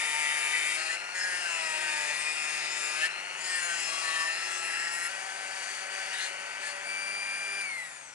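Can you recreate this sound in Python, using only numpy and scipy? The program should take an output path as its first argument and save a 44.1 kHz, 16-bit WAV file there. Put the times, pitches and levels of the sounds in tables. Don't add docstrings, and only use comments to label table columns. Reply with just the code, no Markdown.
import sys
import numpy as np
from scipy import signal
from scipy.fft import rfft, irfft, next_fast_len
from scipy.io import wavfile
from scipy.ndimage import uniform_filter1d

SR = 44100
rng = np.random.default_rng(int(sys.argv[2]) if len(sys.argv) > 2 else 0)


def store_wav(level_fs):
    pcm = np.round(np.clip(np.atleast_2d(level_fs), -1, 1) * 32767)
    wavfile.write(sys.argv[1], SR, pcm.T.astype(np.int16))


N = 358974
TIME = np.arange(N) / SR
PADDED = next_fast_len(N + SR // 2)
FREQS = np.maximum(np.arange(PADDED // 2 + 1) * SR / PADDED, 1)
MAINS_HZ = 50
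TONE_CHANGE_S, FREE_S, FREE_FADE_S, SWITCH_OFF_S = 0.77, 6.835, 0.09, 7.61
COAST_S = np.maximum(TIME - SWITCH_OFF_S, 0)


def from_db(db):
    return 10 ** (np.asarray(db) / 20)


def rms_one(x):
    return x / np.sqrt(np.mean(x ** 2) + 1e-20)


def evened(x):
    return x / np.sqrt(np.maximum(uniform_filter1d(x ** 2, 3000), 1e-12))


def drift(rate_hz):
    knots = rng.standard_normal(int(N / SR * rate_hz) + 2)
    return rms_one(np.interp(TIME * rate_hz, np.arange(len(knots)), knots))


def after(t_s, fade_s=0.02):
    return np.clip((TIME - t_s) / fade_s + .5, 0, 1)


def over_hz(points):
    hz, value = np.transpose(points)
    return np.interp(np.log(FREQS), np.log(hz), value)


def filtered(x, gain_db):
    return irfft(rfft(x, PADDED) * from_db(gain_db), PADDED)[:N]


def coloured(x, spectrum):
    octaves_below = np.maximum(np.log2(spectrum[0][0] / FREQS), 0)
    octaves_above = np.maximum(np.log2(FREQS / spectrum[-1][0]), 0)
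    return rms_one(filtered(x, over_hz(spectrum) - 60 * (octaves_below + octaves_above)))


def ringing(force, hz, width_hz):
    r = np.exp(-np.pi * width_hz / SR)
    return rms_one(signal.lfilter([1, 0, -1], [1, -2 * r * np.cos(2 * np.pi * hz / SR), r * r], force))


def surface(turns, wear_rad, patchy_db=3.2, memory=0.92, points=512):
    orders = np.arange(80)
    steps, swells = rng.standard_normal((2, int(turns[-1]) + 2, len(orders)))
    angles = 2 * np.pi * rng.random(len(orders)) + np.cumsum(steps * wear_rad * np.sqrt(orders), axis=0)
    heights = from_db(patchy_db * rms_one(signal.lfilter([1], [1, -memory], swells, axis=0)))
    track = irfft(heights * np.exp(1j * angles) * (orders > 0), points, axis=1).ravel()
    return rms_one(np.interp(turns * points, np.arange(len(track)), track))


def rubbing(turns, share, wear_rad):
    return np.sqrt(share) * surface(turns, wear_rad) + np.sqrt(1 - share) * rng.standard_normal(N)


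def chopped(depth_db, firing=0.013, rise=0.13, fall=0.18):
    age = (2 * MAINS_HZ * TIME - firing) % 1
    pulse = np.minimum(age / rise, 1) * np.exp(-(np.maximum(age - rise, 0) / fall) ** 2)
    gain = from_db(depth_db * pulse)
    return gain / np.sqrt(uniform_filter1d(gain ** 2, SR // MAINS_HZ))


def rotor_tone(turns, order, ripple_rad, wobble_rad):
    swing = ripple_rad * np.sin(2 * np.pi * 2 * MAINS_HZ * TIME) + wobble_rad * drift(60)
    return np.sqrt(2) * np.sin(2 * np.pi * order * turns + swing)


def spindle_hz(friction_hz_per_s=153):
    # t/s, f/Hz
    speeds = [(0, 151.9), (0.325, 150.3), (0.55, 152.4), (0.65, 151.2), (0.765, 153.7), (0.78, 160.3),
              (0.875, 160.2), (1.0, 174.8), (1.15, 183.2), (1.275, 184.1), (1.4, 178.0), (1.5, 169.6),
              (1.625, 161.9), (1.75, 155.9), (1.825, 155.7), (1.9, 152.5), (2.075, 149.1), (2.175, 149.4),
              (2.25, 152.4), (2.375, 153.9), (2.65, 150.2), (2.725, 151.6), (2.8, 150.0), (2.95, 152.9),
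              (3.0, 156.2), (3.05, 161.2), (3.125, 171.5), (3.25, 180.2), (3.425, 184.9), (3.5, 183.8),
              (3.7, 171.8), (3.85, 164.5), (4.1, 161.6), (4.25, 162.6), (4.5, 168.1), (4.675, 164.9),
              (4.825, 168.5), (5.085, 171.8), (5.1, 191.8), (5.475, 192.4), (5.8, 190.3), (5.975, 191.9),
              (6.275, 186.7), (6.65, 193.6), (6.725, 192.0), (7.25, 197.6), (7.61, 197.9)]
    return np.interp(TIME, *np.transpose(speeds)) - friction_hz_per_s * COAST_S


def effort(speed_hz, free_hz=194.7, slow_hz=147, full_hz_per_s=44):
    labour = np.clip((free_hz - speed_hz) / (free_hz - slow_hz), 0, 1) * (1 - after(SWITCH_OFF_S))
    pickup = np.clip(np.gradient(speed_hz) * SR / full_hz_per_s, 0, 1)
    return labour, uniform_filter1d(pickup, 4000)


def pressing(idle_ring_db=-45.5, idle_hiss_db=-48, idle_bite_db=12.5):
    # start/s, end/s, attack/s, release/s, contact/0-1, ring/dB, first grit/dB,
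    # last grit/dB, housing boost/dB, chatter/dB re ring, bite/dB
    presses = [(-0.1, 0.771, .02, 0.018, 0.55, -40.5, -37, -37, 3, -28, 9),
               (0.771, 0.962, 0.019, 0.023, 0.9, -39, -40.5, -40, 2, 0, 7),
               (1.148, 2.146, 0.011, 0.071, 0.82, -38.5, -41.5, -39, 1.5, -1, 9),
               (2.146, 2.974, 0.055, 0.05, 0.8, -40, -40.5, -40, 1, -43, 3),
               (2.97, 3.072, 0.045, 0.019, 0.9, -35.5, -41.5, -36, 1.5, -4, 7),
               (3.407, 4.325, 0.096, 0.23, 0.92, -38.5, -38, -39, 0.5, -8, 0),
               (4.37, 5.08, 0.2, .012, 0.84, -37.5, -41, -42.5, -.5, -13.5, 5),
               (5.085, 5.5, .012, 0.12, 0.27, -45, -44.5, -46.5, -0.5, -2.5, 13),
               (5.533, 5.836, 0.26, 0.13, 0.12, -43, -41, -43, -0.5, -5, 14),
               (5.912, 6.16, .04, 0.031, 0.08, -42, -42.5, -44.5, 1.5, -3.5, 14.5),
               (6.15, 6.283, 0.13, 0.06, 0.5, -37, -41.5, -39.5, 1.5, -8, 14),
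               (6.62, 6.713, .03, 0.062, 0.34, -43.5, -44, -41.5, 2, -9, 15)]
    resting = 0.22 * (1 - after(FREE_S, FREE_FADE_S))
    contact, boost_db, judder = resting, 0, 0
    ring_db, grit_db, bite_db = idle_ring_db, idle_hiss_db, idle_bite_db
    for start, end, attack, release, firm, ring, first, last, boost, chatter_db, bite in presses:
        on = after(start, attack) * (1 - after(end, release))
        contact = contact + on * (firm - resting)
        ring_db += on * (ring - idle_ring_db)
        grit_db += on * (np.interp(TIME, [start, end], [first, last]) - idle_hiss_db)
        boost_db += on * boost
        judder += on * from_db(ring + chatter_db)
        bite_db += on * (bite - idle_bite_db)
    return np.clip(contact, 0, 1), ring_db, grit_db, boost_db, judder, bite_db


def rumble():
    # f/Hz, level/dB
    spectrum = [(15, -46), (25, -1), (113, -2.5), (171, 5.5), (236, -5), (300, 6.5), (390, -27),
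                (660, -120)]
    centre, sides = (coloured(rng.standard_normal(N), spectrum) for _ in range(2))
    return from_db(-74) * (centre + .45 * sides * [[1], [-1]])


def room(x, t60_s=0.61, wet_db=-15, spill_db=-19):
    tail = rng.standard_normal((2, SR // 2)) * from_db(-60 * TIME[:SR // 2] / t60_s)
    tail /= np.sqrt(np.sum(tail ** 2, axis=1, keepdims=True))
    direct = rfft(x, PADDED)
    reflected = from_db(wet_db) * direct + from_db(spill_db) * direct[::-1]
    return irfft(direct + reflected * rfft(tail, PADDED), PADDED)[:, :N]


def off_centre(x):
    # f/Hz, level/dB
    balance = [(100, -0.5), (340, 0.5), (600, 2), (1080, 4.5), (1900, 3.5), (2700, 7.5), (4300, 13),
               (5100, 11.5), (6200, 16.5), (10500, 15.5)]
    # f/Hz, phase/rad
    lead = [(60, -0.45), (250, -1.3), (520, -1.64), (2500, -1.31), (3790, -1.7), (4820, -1.46),
            (7060, -1.2), (11000, -1.3)]
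    sides = np.array([[.5], [-.5]])
    gains = from_db(sides * over_hz(balance)) * np.exp(1j * sides * over_hz(lead))
    return irfft(rfft(x, PADDED) * gains / np.abs(gains.mean(axis=0)), PADDED)[:, :N]


def hum(turns, speed_hz, early_db=-73, late_db=-84):
    # order, plus mains multiple, level/dB
    lines = [(1, 2, -78.5), (1, 4, -66), (0, 8, -73), (0, 12, -73), (0, 14, -65)]
    powered = 1 - after(SWITCH_OFF_S)
    current = powered * (speed_hz.mean() / speed_hz) ** 2.5
    drone_db = early_db + (late_db - early_db) * after(TONE_CHANGE_S, .05)
    out = from_db(drone_db) * powered * np.sin(2 * np.pi * 2 * MAINS_HZ * TIME)
    for order, mains, db in lines:
        tone = np.sin(2 * np.pi * (order * turns + mains * MAINS_HZ * TIME))
        out += from_db(db + 2 * drift(3.7)) * tone * current
    return np.sqrt(2) * out


def switch(level_db=-38, t60_s=0.055):
    # f/Hz, level/dB
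    spectrum = [(1500, -11), (8300, -5), (9200, 6), (10200, -3)]
    tick = coloured(rng.standard_normal(N), spectrum)
    return tick * (TIME > SWITCH_OFF_S) * from_db(level_db - 60 * COAST_S / t60_s)


def fan(turns, contact, bite_db):
    # f/Hz, level/dB
    spectrum = [(150, -19), (300, -17.5), (450, -11.5), (620, -6), (880, -1.5), (1050, -6), (1450, 0.5),
                (1950, -20)]
    air = rubbing(turns, 0.11 + 0.2 * contact, wear_rad=0.087) * chopped(0.14 * bite_db)
    return evened(coloured(air, spectrum))


def housing(turns, contact, bite_db):
    # f/Hz, level/dB
    early_tone = [(1180, -23), (2000, -5), (2100, -2), (2380, 2), (2540, -32), (2700, -2), (2860, -14),
                  (3300, -21), (4290, -41), (7260, -120)]
    late_tone = [(1210, -55), (2050, -1.5), (2200, 4), (2380, 4), (2690, 0), (2800, 1.5), (3080, -8.5),
                 (3300, -21), (4290, -28), (7260, -120)]
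    force = rubbing(turns, 0.11 + 0.42 * contact, wear_rad=0.039)
    changed = after(TONE_CHANGE_S)
    shake = (1 - changed) * coloured(force, early_tone) + changed * coloured(force, late_tone)
    return evened(shake) * chopped(0.34 * bite_db)


def buzz(turns, labour, boost_db, sweep_hz=1150):
    # f/Hz, level/dB
    early_tone = [(1900, -9), (2110, 6), (2220, 2.5), (2420, 1.5), (2520, -19), (2620, 0.5), (2720, 0),
                  (2830, -15), (3300, -18)]
    late_tone = [(2000, 5), (2300, -11.5), (2450, 0.5), (2560, -4), (2720, 4), (2850, -1.5), (2970, -5),
                 (3100, -15.5), (3400, -7.5)]
    # order, level/dB
    overtones = [(24, -52.5), (32, -53.5)]
    age = (2 * MAINS_HZ * TIME - 0.17 + .5) % 1 - .5
    swing = -np.pi * sweep_hz * age ** 2 / (2 * MAINS_HZ) + 0.23 * drift(70)
    chirp = np.sin(2 * np.pi * 16 * turns + swing)
    bursts = rms_one(np.exp(-(age / 0.24) ** 2) * from_db(1.5 * drift(40)) * chirp)
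    changed = after(TONE_CHANGE_S)
    out = (1 - changed) * filtered(bursts, over_hz(early_tone))
    out += changed * filtered(bursts, over_hz(late_tone))
    out *= from_db(-48.5 + 9.5 * labour + boost_db)
    for order, db in overtones:
        out += from_db(db) * labour * rotor_tone(turns, order, 0.8, 1.2) * chopped(6.0)
    return out * (1 - after(SWITCH_OFF_S))


def whine(turns, speed_hz, bite_db, corner_hz=1990):
    # order, level/dB re edges_db, coasting fall/(dB/s)
    overtones = [(24, 1.5, 51), (25, -20, 40), (32, -13, 33), (33, -9, 40), (47, -5.5, 41), (48, -4, 23),
                 (49, -2.5, 12), (56, -36, 15), (63, -15, 6), (62, -9, -3), (67, -12, 4)]
    # order, loaded/dB, free/dB, coasting fall/(dB/s)
    rotor = [(1, -84, -67.5, 17), (8, -53.5, -48.5, 156), (9, -56.5, -58, 150)]
    free = after(FREE_S, FREE_FADE_S)
    damped_db = -16 * (1 - free)
    octaves_below = np.maximum(np.log2(corner_hz / (12 * speed_hz)), 0)
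    slots_db = -39.5 + damped_db - np.minimum(120 * octaves_below, 20)
    edges_db = -50.5 + damped_db
    angle = 2 * np.pi * turns + 0.015 * drift(50)
    angle += 0.028 * after(SWITCH_OFF_S, 0.061) * drift(250)
    out = from_db(slots_db + .7 * drift(25)) * np.sin(12 * angle)
    for order, db, fall in overtones:
        gain = from_db(edges_db + db - fall * COAST_S + drift(25))
        out += gain * np.sin(order * angle + 2 * np.pi * rng.random())
    for order, load_db, free_db, fall in rotor:
        gain = from_db(load_db + free * (free_db - load_db) - fall * COAST_S + drift(20))
        out += gain * np.sin(order * angle)
    return np.sqrt(2) * out * chopped(0.41 * bite_db)


def brushes(turns, force, contact, bite_db):
    # f/Hz, level/dB
    spectrum = [(1820, -25), (3100, -5.5), (3500, -5), (3800, -7.5), (4260, -9.5), (4440, -2.5),
                (5020, -6.5), (6270, -3.5), (8000, -6), (8900, -3.5), (11000, -13), (14300, -100)]
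    sparks = rotor_tone(turns, 24, 0.98, 1.6) + .5 * rotor_tone(turns, 32, 0.42, 1.0)
    draw = (bite_db / bite_db.max()) ** 2 * (1 - after(FREE_S, FREE_FADE_S))
    whistle = 0.98 * draw * (1 - contact) * sparks * chopped(0.61 * bite_db)
    return coloured(force, spectrum) + whistle


def grit(force):
    # f/Hz, level/dB
    early_tone = [(1820, -32), (3100, 8), (3360, -20), (3520, -1), (3750, -2), (4020, -20), (4840, -5),
                  (5520, -8), (6790, -18), (7280, 5.5), (8710, -15), (9580, 7), (11000, -5.5), (14300, -54)]
    late_tone = [(1820, -9), (3100, 5.5), (3850, -8.5), (4240, 0.5), (5160, 2), (5950, -1.5), (7430, 0),
                 (8440, 0), (9240, -1.5), (10100, 2), (11000, -13), (14300, -89)]
    # f/Hz, level/dB re plain rasp
    modes = [(4240, -14.5), (4800, -17.5), (5230, -13), (6300, -19.5), (7020, -10.5), (7600, -14.5),
             (8200, -14.5), (8700, -23), (9820, -15)]
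    rasp = coloured(force, late_tone)
    for hz, db in modes:
        rasp += from_db(db + 4.5 * drift(11)) * ringing(force, hz, width_hz=200)
    changed = after(TONE_CHANGE_S)
    return (1 - changed) * coloured(force, early_tone) + changed * rms_one(rasp)


def scrapes(turns, fade_s=0.018):
    # start/s, end/s, f/Hz, width/Hz, level/dB
    events = [(0.776, 0.88, 4360, 200, -49.5), (1.15, 1.21, 6940, 260, -45.5),
              (1.19, 1.25, 5170, 400, -42.5), (1.48, 1.76, 7240, 380, -51), (2.187, 2.58, 8400, 400, -48.5),
              (2.7, 2.902, 7200, 300, -45.5), (3.0, 3.066, 2730, 600, -39.5),
              (3.43, 3.57, 4890, 300, -43.5), (3.55, 3.68, 9800, 400, -48), (3.76, 3.84, 7680, 300, -44),
              (3.842, 4.03, 5220, 110, -45.5), (4.12, 5.08, 5240, 130, -52.5),
              (4.92, 5.08, 10500, 700, -48), (4.43, 4.58, 6170, 160, -53), (4.494, 5.073, 7650, 380, -50),
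              (6.134, 6.28, 3700, 400, -49), (6.194, 6.25, 4350, 240, -46), (6.68, 6.726, 4400, 240, -48.5)]
    force = rubbing(turns, 0.83, wear_rad=0.1136)
    out = np.zeros(N)
    for start, end, hz, width, db in events:
        band_db = -10 * np.log10(1 + (2 * (FREQS - hz) / width) ** 4)
        gate = after(start, fade_s) - after(end, fade_s)
        out += gate * from_db(db) * evened(filtered(force, band_db))
    return out * from_db(-2 * drift(30))


def rough_tone(turns, order, rough, flutter_db):
    jitter = np.sqrt(rough / 2) * (drift(110) + 1j * drift(110))
    wave = (np.sqrt(1 - rough) + jitter) * np.exp(2j * np.pi * order * turns)
    return from_db(flutter_db * drift(18)) * np.sqrt(2) * wave.real


def chatter(turns, speed_hz, judder, bite_db, fade_s=0.026):
    # f/Hz, width/Hz, level/dB
    modes = [(642, 123, -14.5), (1540, 53, -8), (1850, 194, -7.5)]
    # start/s, end/s, order, level/dB, roughness/0-1
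    held_tones = [(0, 0.599, 6, -50, 0), (0, 0.764, 12, -47, 0.2), (0, 0.76, 13, -43.5, 0.54),
                  (0.535, 0.587, 13, -34, 0.54), (0.89, 0.915, 11, -35, 0.15), (1.15, 1.276, 10, -50, 0.25),
                  (1.16, 1.493, 9, -42.5, 0.4), (1.523, 1.917, 12, -45, 0.25), (1.498, 2.136, 6, -50, 0.06),
                  (2.067, 2.123, 12, -41, 0.2), (2.25, 2.503, 16, -37.5, 0.02),
                  (3.022, 3.066, 11, -31, 0.03), (3.468, 3.606, 10, -41, 0.25),
                  (3.603, 3.74, 9, -42.5, 0.2), (3.64, 3.832, 11, -45.5, 0.25),
                  (3.868, 4.27, 7, -44.5, 0.1), (4.013, 4.294, 6, -48.5, 0), (3.62, 4.68, 4, -59, 0.3),
                  (4.035, 4.336, 11, -41, 0.35), (4.718, 5.08, 11, -42.5, 0.5),
                  (5.085, 6.195, 4, -54, 0.08), (5.085, 7.1, 3, -60, 0.1), (6.633, 6.688, 9, -37.5, 0.12)]
    out = np.zeros(N)
    for order in range(3, 14):
        tone_hz = order * speed_hz
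        response = sum(from_db(db) / (1 + (2 * (tone_hz - hz) / width) ** 4) for hz, width, db in modes)
        out += judder * response * rough_tone(turns, order, rough=0.022 * order, flutter_db=2.5)
    for start, end, order, db, rough in held_tones:
        gate = after(start, fade_s) - after(end, fade_s)
        out += gate * from_db(db) * rough_tone(turns, order, rough, flutter_db=2)
    return out * chopped(0.28 * bite_db)


def sanding(turns, contact, bite_db, ring_db, grit_db):
    # f/Hz, level/dB
    response = [(820, -54), (1400, -15.5), (1650, -0.5), (1810, 1), (2000, 2.5), (2150, -8), (2800, -57)]
    drive = rubbing(turns, 0.73 * contact, wear_rad=0.0659) * chopped(0.068 * bite_db)
    ring = coloured(drive, response)
    runout = from_db(1.5 * np.cos(2 * np.pi * turns) + 0.65 * drift(60))
    force = rubbing(turns, 0.36 + 0.29 * contact, wear_rad=0.056) * runout
    hiss = contact * grit(force) + (1 - contact) * brushes(turns, force, contact, bite_db)
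    return from_db(ring_db - 2) * evened(ring) + from_db(grit_db - 0.07) * evened(hiss)


def run_down_db(fall_db_per_s):
    return after(SWITCH_OFF_S, .03) + fall_db_per_s * COAST_S


def scene():
    speed_hz = spindle_hz()
    turns = np.cumsum(speed_hz) / SR
    contact, ring_db, grit_db, boost_db, judder, bite_db = pressing()
    labour, pickup = effort(speed_hz)
    bite_db += 7 * pickup * (1 - contact)
    fan_db = -48.4 + 2 * contact - run_down_db(14.5)
    housing_db = -46.5 + 2.5 * labour + boost_db - run_down_db(19)
    housing_db += contact * drift(13)
    ring_db += 1.5 * contact * drift(13) - run_down_db(23)
    grit_db -= 3 * labour * (1 - contact) ** 2 + run_down_db(14)
    tool = from_db(fan_db) * fan(turns, contact, bite_db)
    tool += from_db(housing_db) * housing(turns, contact, bite_db)
    tool += buzz(turns, labour, boost_db) + whine(turns, speed_hz, bite_db)
    tool += hum(turns, speed_hz) + switch()
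    work = sanding(turns, contact, bite_db, ring_db, grit_db)
    work += scrapes(turns) + chatter(turns, speed_hz, judder, bite_db)
    return rumble() + room(off_centre(tool + work))


def record(dry, cutoff_hz=11100):
    return irfft(rfft(dry, PADDED) / np.sqrt(1 + (FREQS / cutoff_hz) ** 600), PADDED)[:, :N]


dry = scene()
out = record(dry)
store_wav(out)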